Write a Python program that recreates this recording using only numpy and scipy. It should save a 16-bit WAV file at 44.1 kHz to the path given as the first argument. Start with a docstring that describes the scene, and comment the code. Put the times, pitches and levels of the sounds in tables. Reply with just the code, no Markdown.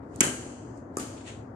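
"""A badminton hall with a tin roof: a hard stroke close by, then a softer return from across the court.
Each stroke is a crack of cork on strings, a hollow pock and a short ring of the racket, and the hall
echoes it. Rackets swish and tick, shoes scuff the turf, and distant traffic and fans rumble underneath.
The pocks and rings are fading pure tones; the other sounds are shaped noise."""
import sys
import numpy as np
from scipy import signal
from scipy.fft import rfft, irfft, next_fast_len
from scipy.io import wavfile
from scipy.ndimage import uniform_filter1d, map_coordinates

SR = 44100
rng = np.random.default_rng(int(sys.argv[2]) if len(sys.argv) > 2 else 0)


def wav_out(sig):
    """Save sig, one row per channel (or a flat mono array), as 16-bit PCM at SR to the path in sys.argv[1]."""
    wavfile.write(sys.argv[1], SR, np.round(np.clip(np.atleast_2d(sig).T, -1, 1) * 32767).astype(np.int16))


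N = 68355
T = np.arange(N) / SR
FFT_SIZE = next_fast_len(N + 8192)
HZ = np.fft.rfftfreq(FFT_SIZE, 1 / SR)

# The tone colour of each sound. Each row: frequency in Hz, boost or cut in dB.
RUMBLE_COLOUR = [(20, -37), (40, -23), (65, -3), (110, 1), (165, -8), (270, 2.5), (400, -5.5), (630, -9),
                 (1000, -15.5), (1500, -21.5), (2000, -29), (2600, -40), (4000, -45), (9000, -47),
                 (14000, -56)]
BOOM_COLOUR = [(40, -30), (75, -6), (110, 0), (135, -4), (180, -25), (500, -60)]
SCUFF_COLOUR = [(500, -15), (1200, -6), (2000, -1), (2700, 0), (4400, -7), (5200, -16), (6000, -8),
                (7200, -4), (8600, -9), (10700, -24), (13000, -45)]
SWISH_COLOUR = [(2000, -14), (4700, -4), (5800, -4), (7000, 0), (9000, -4), (13000, -24)]
TICK_COLOUR = [(1500, -30), (4200, -18), (6400, 0), (8500, 0), (11000, -13), (14000, -22)]
NEAR_CRACK_COLOUR = [(60, -2), (250, 12), (520, 9), (720, 5), (860, 13), (950, 1), (1200, 12), (2000, 6),
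                     (2800, 9), (3700, 5), (5600, 9), (6900, 20), (8400, 20.5), (10400, 16), (12000, 4),
                     (13700, -3), (14800, -25)]
NEAR_HALL_COLOUR = [(30, -16), (70, 3), (130, 16), (200, 15), (260, 23), (340, 16), (420, 19), (650, 11),
                    (840, 12), (950, 7), (1200, 11), (1550, 11.5), (2200, 8.5), (2700, 9), (3050, 12),
                    (3300, 5), (3700, -3), (4100, 4), (4700, 2), (5600, 1), (6100, 11), (6900, 13.5),
                    (8400, 12), (10200, 6.5), (12000, -3), (14500, -21)]
SHUDDER_COLOUR = [(30, -35), (300, -10), (600, 7), (950, 0), (1400, 12), (2300, 13), (3200, 11), (3800, -1),
                  (5000, 4), (8000, 3), (13000, -18)]
FAR_CRACK_COLOUR = [(100, -14), (600, 7), (850, 5), (1000, -1), (1250, 6), (1800, -8), (2700, -8),
                    (3200, -26), (4000, -24), (4900, -4), (6000, -5), (7000, 2), (8500, -2), (12000, -11),
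                    (14500, -18)]
FAR_HALL_COLOUR = [(30, -14), (100, 4), (300, 10), (600, 4), (950, -2), (1200, 3), (2000, -6), (3000, -3),
                   (3700, -10), (4600, -6), (5500, -6), (7000, 1.5), (9000, -3), (12000, -13), (14500, -22)]
# Swells of noise. Each row: peak time in seconds, level in dB, seconds to rise 20 dB, and to fall 20 dB.
BOOM_SWELLS = [(.15, -46, .06, .06), (.29, -42, .04, .12), (.42, -45, .08, .1), (.69, -42, .06, .25),
               (1.0, -45, .08, .25), (1.3, -43.5, .04, .35)]
SCUFF_SWELLS = [(.035, -67, .02, .03), (.145, -63, .02, .1), (1.18, -53, .03, .04), (1.212, -52, .015, .03),
                (1.278, -43.5, .04, .13)]
SWISH_SWELLS = [(.2, -56, .125, .02), (.78, -65, .12, .08), (.945, -66, .015, .05)]
# Where a sound sits. Each row: frequency in Hz, pan in dB (how much louder the left is than the right).
RUMBLE_PAN = [(100, .5), (300, 2.5), (700, 5), (1400, 8), (2500, 8), (6000, 0)]
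HALL_PAN = [(100, .5), (400, 4), (1300, 5), (3000, 3.5), (7000, -1), (10000, 2), (14000, 4)]
# How alike the two ears hear noise. Each row: frequency in Hz, likeness (1 the same, 0 unrelated).
EAR_LIKENESS = [(130, .98), (280, .94), (620, .4), (1350, -.1), (3000, 0)]
# Racket ticks. Each row: start in seconds, level in dB, pan in dB.
RACKET_TICKS = [(.1605, -14, -6), (.775, -29, -3)]
# The strokes. Each holds: start in seconds, crack level and pan in dB, pock delay in seconds, pock pitch
# in Hz, pock level in dB, pock fade in seconds, the hall's slow echo against its quick one in dB.
# A fade (t60) is always the time taken to drop by 60 dB.
NEAR_STROKE = (.2062, -1.3, -2.2, .0061, 275, -13, .0105, -6.5)
FAR_STROKE = (.9699, -1.3, 3, .0004, 380, -20, .007, -2.5)
# Ringing strings and frame. Each row: pitch in Hz, level in dB, fade in seconds.
NEAR_RING = [(860, -31, .1), (1200, -36, .12), (1578, -30.5, .5), (2105, -33, .24), (2600, -36, .15),
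             (3025, -27.5, .15), (6050, -33, .17), (6850, -25, .06), (7830, -22, .04), (8190, -25, .06),
             (8420, -22, .04), (10250, -28, .03)]
FAR_RING = [(1160, -36, .17), (1270, -40, .11), (2450, -56, .2), (6630, -47, .12), (7050, -28, .014)]
# Repeats of a crack: cork and feathers meet the strings again, or walls send it back.
# Each row: delay in seconds, level in dB.
STRING_SLAPS = [(.0009, -3), (.0032, -2), (.004, -5)]
WALL_ECHOES = [(.0035, -9), (.009, -11), (.0135, -7), (.016, -8), (.029, -10)]
# The hall's quick and slow echoes. Each row: frequency in Hz, fade in seconds.
QUICK_FADES = [(200, .4), (1500, .4), (7000, .38), (13000, .3)]
SLOW_FADES = [(200, 1.1), (1500, 1.05), (2200, 1.0), (3000, 1.0), (4800, 1.15), (7000, 1.03), (10000, .72),
              (13000, .55)]
# Hiss below these levels is turned down. Each row: frequency in Hz, threshold in dB.
HISS_THRESHOLDS = [(1500, -100), (2000, -80), (2700, -86), (3600, -85), (4700, -92), (6500, -89),
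                   (9000, -89), (12000, -92)]

RACKET_PAN_DB = 3


def amp(db):
    """Turn decibels into a number to multiply by."""
    return 10 ** (np.asarray(db) / 20)


def along(points, hz=HZ):
    """Read a table between its rows, on a musical (log) frequency scale."""
    freqs, values = np.transpose(points)
    return np.interp(np.log(hz + 1), np.log(freqs + 1), values)


def pan(db):
    """Left and right gains that keep the total power the same."""
    gains = amp(np.array([[.5], [-.5]]) * db)
    return gains / np.sqrt(np.mean(gains ** 2, axis=0))


def filtered(x, response):
    """Multiply each frequency in x by its own gain."""
    return irfft(rfft(x, FFT_SIZE) * response, FFT_SIZE)[..., :N]


def colour(points):
    """A filter with this tone colour that never sounds ahead of its input."""
    cepstrum = irfft(np.log(amp(along(points))), FFT_SIZE)
    cepstrum[1:FFT_SIZE // 2] *= 2
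    cepstrum[FFT_SIZE // 2 + 1:] = 0
    return np.exp(rfft(cepstrum))


def later(x, seconds):
    """Delay a sound."""
    n = int(np.clip(round(seconds * SR), 0, N - 1))
    return np.pad(x, [(0, 0), (n, 0)])[:, :N]


def fade(t60):
    """A level that drops 60 dB every t60 seconds."""
    return np.exp(-np.log(1000) * T / t60)


def unit_energy(x):
    """Scale to an average energy of 1 per channel."""
    return x / np.sqrt(np.mean(np.sum(x ** 2, axis=-1)) + 1e-20)


def room_noise():
    """White noise, alike at both ears in the bass and unrelated in the treble."""
    angle = np.arccos(np.clip(along(EAR_LIKENESS), -1, 1)) / 2
    mid, side = filtered(rng.standard_normal((2, N)), np.array([np.cos(angle), np.sin(angle)]))
    return np.array([mid + side, mid - side])


def rush(points):
    """Steady coloured noise with an average (rms) level of 1."""
    return unit_energy(filtered(room_noise(), amp(along(points)))) * np.sqrt(N)


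def swells(rows, points):
    """Noise that swells and fades once for each row."""
    power = sum(amp(db - 20 * np.maximum((peak - T) / rise, (T - peak) / fall)) ** 2
                for peak, db, rise, fall in rows)
    return np.sqrt(power) * rush(points)


def burst(envelope, spikiness=.35):
    """A spiky run of tiny impacts whose level follows the envelope."""
    noise = room_noise()
    flicker = np.interp(T, T[::16], rng.standard_normal(N)[::16])
    impacts = noise * np.exp(spikiness * flicker) * envelope
    return np.array([unit_energy(side) for side in impacts])


def rumble(level_db=-41.8, sway_db=.7, sways_per_s=9):
    """Distant traffic and fans fill the hall with a swaying rumble and deep swells."""
    sway = map_coordinates(rng.standard_normal(64), [T * sways_per_s], mode="mirror")
    steady = amp(level_db + sway_db * sway) * rush(RUMBLE_COLOUR)
    return filtered(steady + swells(BOOM_SWELLS, BOOM_COLOUR), pan(along(RUMBLE_PAN)))


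def scuffs_and_swishes():
    """Shoes scuff the turf and rackets swish through the air."""
    movement = swells(SWISH_SWELLS, SWISH_COLOUR) + swells(SCUFF_SWELLS, SCUFF_COLOUR)
    return filtered(movement, pan(along(HALL_PAN)))


def ticks(t60=.011):
    """A racket clicks lightly as it is handled."""
    return sum(amp(db) * pan(pan_db) * later(filtered(burst(fade(t60)), colour(TICK_COLOUR)), start)
               for start, db, pan_db in RACKET_TICKS)


def near_stroke(slap_t60=.007, left_lag_s=.0005, scatter_db=-8, shudder_t60=.095, shudder_rise_s=.004):
    """The hard stroke is a quick run of slaps on the strings, and makes the racket shudder."""
    direct = burst(fade(slap_t60))[:1]
    scattered = amp(scatter_db) * burst(fade(slap_t60))
    slap = np.vstack([later(direct, left_lag_s), direct]) + scattered  # the right ear hears it first
    crack = unit_energy(slap + sum(amp(db) * later(slap, delay) for delay, db in STRING_SLAPS))
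    shake = burst(fade(shudder_t60) * (1 - np.exp(-T / shudder_rise_s)))
    shudder = pan(RACKET_PAN_DB) * filtered(shake, colour(SHUDDER_COLOUR))
    hit = stroke(NEAR_STROKE, NEAR_CRACK_COLOUR, NEAR_HALL_COLOUR, NEAR_RING, crack)
    return hit + later(shudder, NEAR_STROKE[0])


def stroke(row, crack_colour, hall_colour, tones, crack, ring_echo_db=-12):
    """Cork meets strings: a crack, a pock and a ringing racket, with the hall's echo."""
    start, crack_db, pan_db, pock_delay, pock_hz, pock_db, pock_t60, slow_db = row
    crack = amp(crack_db) * pan(pan_db) * filtered(crack, colour(crack_colour))
    hollow = later(pock(pock_hz, pock_db, pock_t60), pock_delay)
    ring = sum(amp(db) * fade(t60) * np.sin(2 * np.pi * (hz * T + rng.random((2, 1))))
               for hz, db, t60 in tones)
    echo = filtered(hall(slow_db), colour(hall_colour) + amp(ring_echo_db) * rfft(ring, FFT_SIZE))
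    return later(crack + hollow + ring * pan(RACKET_PAN_DB) + echo, start)


def pock(hz, db, t60, pan_db=3.5, roof_delay_s=.0575, roof_db=-10):
    """A low, hollow tone swells and dies at once, then bounces back off the roof."""
    swell = T * fade(t60)
    tone = amp(db) * pan(pan_db) * swell / swell.max() * np.sin(2 * np.pi * hz * T)
    return tone + amp(roof_db) * later(tone, roof_delay_s)


def echo_tail(fades, gap_s=.024, rise_s=.005, size=256):
    """A wash of echoes builds up after a short gap; each frequency dies at its own speed."""
    hz, t, bands = signal.stft(room_noise(), SR, nperseg=size)
    decay = np.exp(-np.log(1000) * t / along(fades, hz)[:, None])
    wash = signal.istft(bands * decay, SR, nperseg=size)[1][:, :N]
    build_up = .5 + .5 * np.tanh((T - gap_s) / rise_s)
    return unit_energy(wash * build_up)


def hall(slow_db):
    """The hall answers a click: a quick echo from near walls and a slow one from the whole roof."""
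    echoes = echo_tail(QUICK_FADES) + amp(slow_db) * echo_tail(SLOW_FADES)
    return filtered(unit_energy(echoes), pan(along(HALL_PAN)))


def far_stroke(click_t60=.012):
    """The soft return is one click, repeated by the walls around the player."""
    click = burst(fade(click_t60))
    crack = click + sum(amp(db) * later(click, delay) for delay, db in WALL_ECHOES)
    return stroke(FAR_STROKE, FAR_CRACK_COLOUR, FAR_HALL_COLOUR, FAR_RING, crack)


def suppress_hiss(x, depth_db=-11, size=512):
    """A noise suppressor turns down frequency bands that fall under their threshold."""
    hz, _, bands = signal.stft(x, SR, nperseg=size)
    power = uniform_filter1d(np.abs(bands) ** 2, size=5, axis=1)  # smooth over frequency
    power = np.abs(uniform_filter1d(power, size=5, axis=2))  # then over time
    threshold = amp(along(HISS_THRESHOLDS, hz))[:, None] ** 2
    opening = 1 / (1 + (threshold / (power + 1e-20)) ** 2)
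    return signal.istft(bands * amp(depth_db * (1 - opening)), SR, nperseg=size)[1][:, :N]


def scene():
    """Two strokes, the players' movement and the hall's rumble."""
    return near_stroke() + far_stroke() + ticks() + scuffs_and_swishes() + rumble()


def record(dry, low_cut_hz=28, ceiling=.85, top_hz=14600):
    """The recorder trims the deepest bass, quiets hiss, rounds off peaks and cuts the highest treble."""
    trimmed = filtered(dry, (1j * HZ / (low_cut_hz + 1j * HZ)) ** 2)
    quieted = suppress_hiss(trimmed)
    rounded = quieted / (1 + np.abs(quieted / ceiling) ** 6) ** (1 / 6)
    return filtered(rounded, 1 / np.sqrt(1 + (HZ / top_hz) ** 200))


dry = scene()
out = record(dry)
wav_out(out)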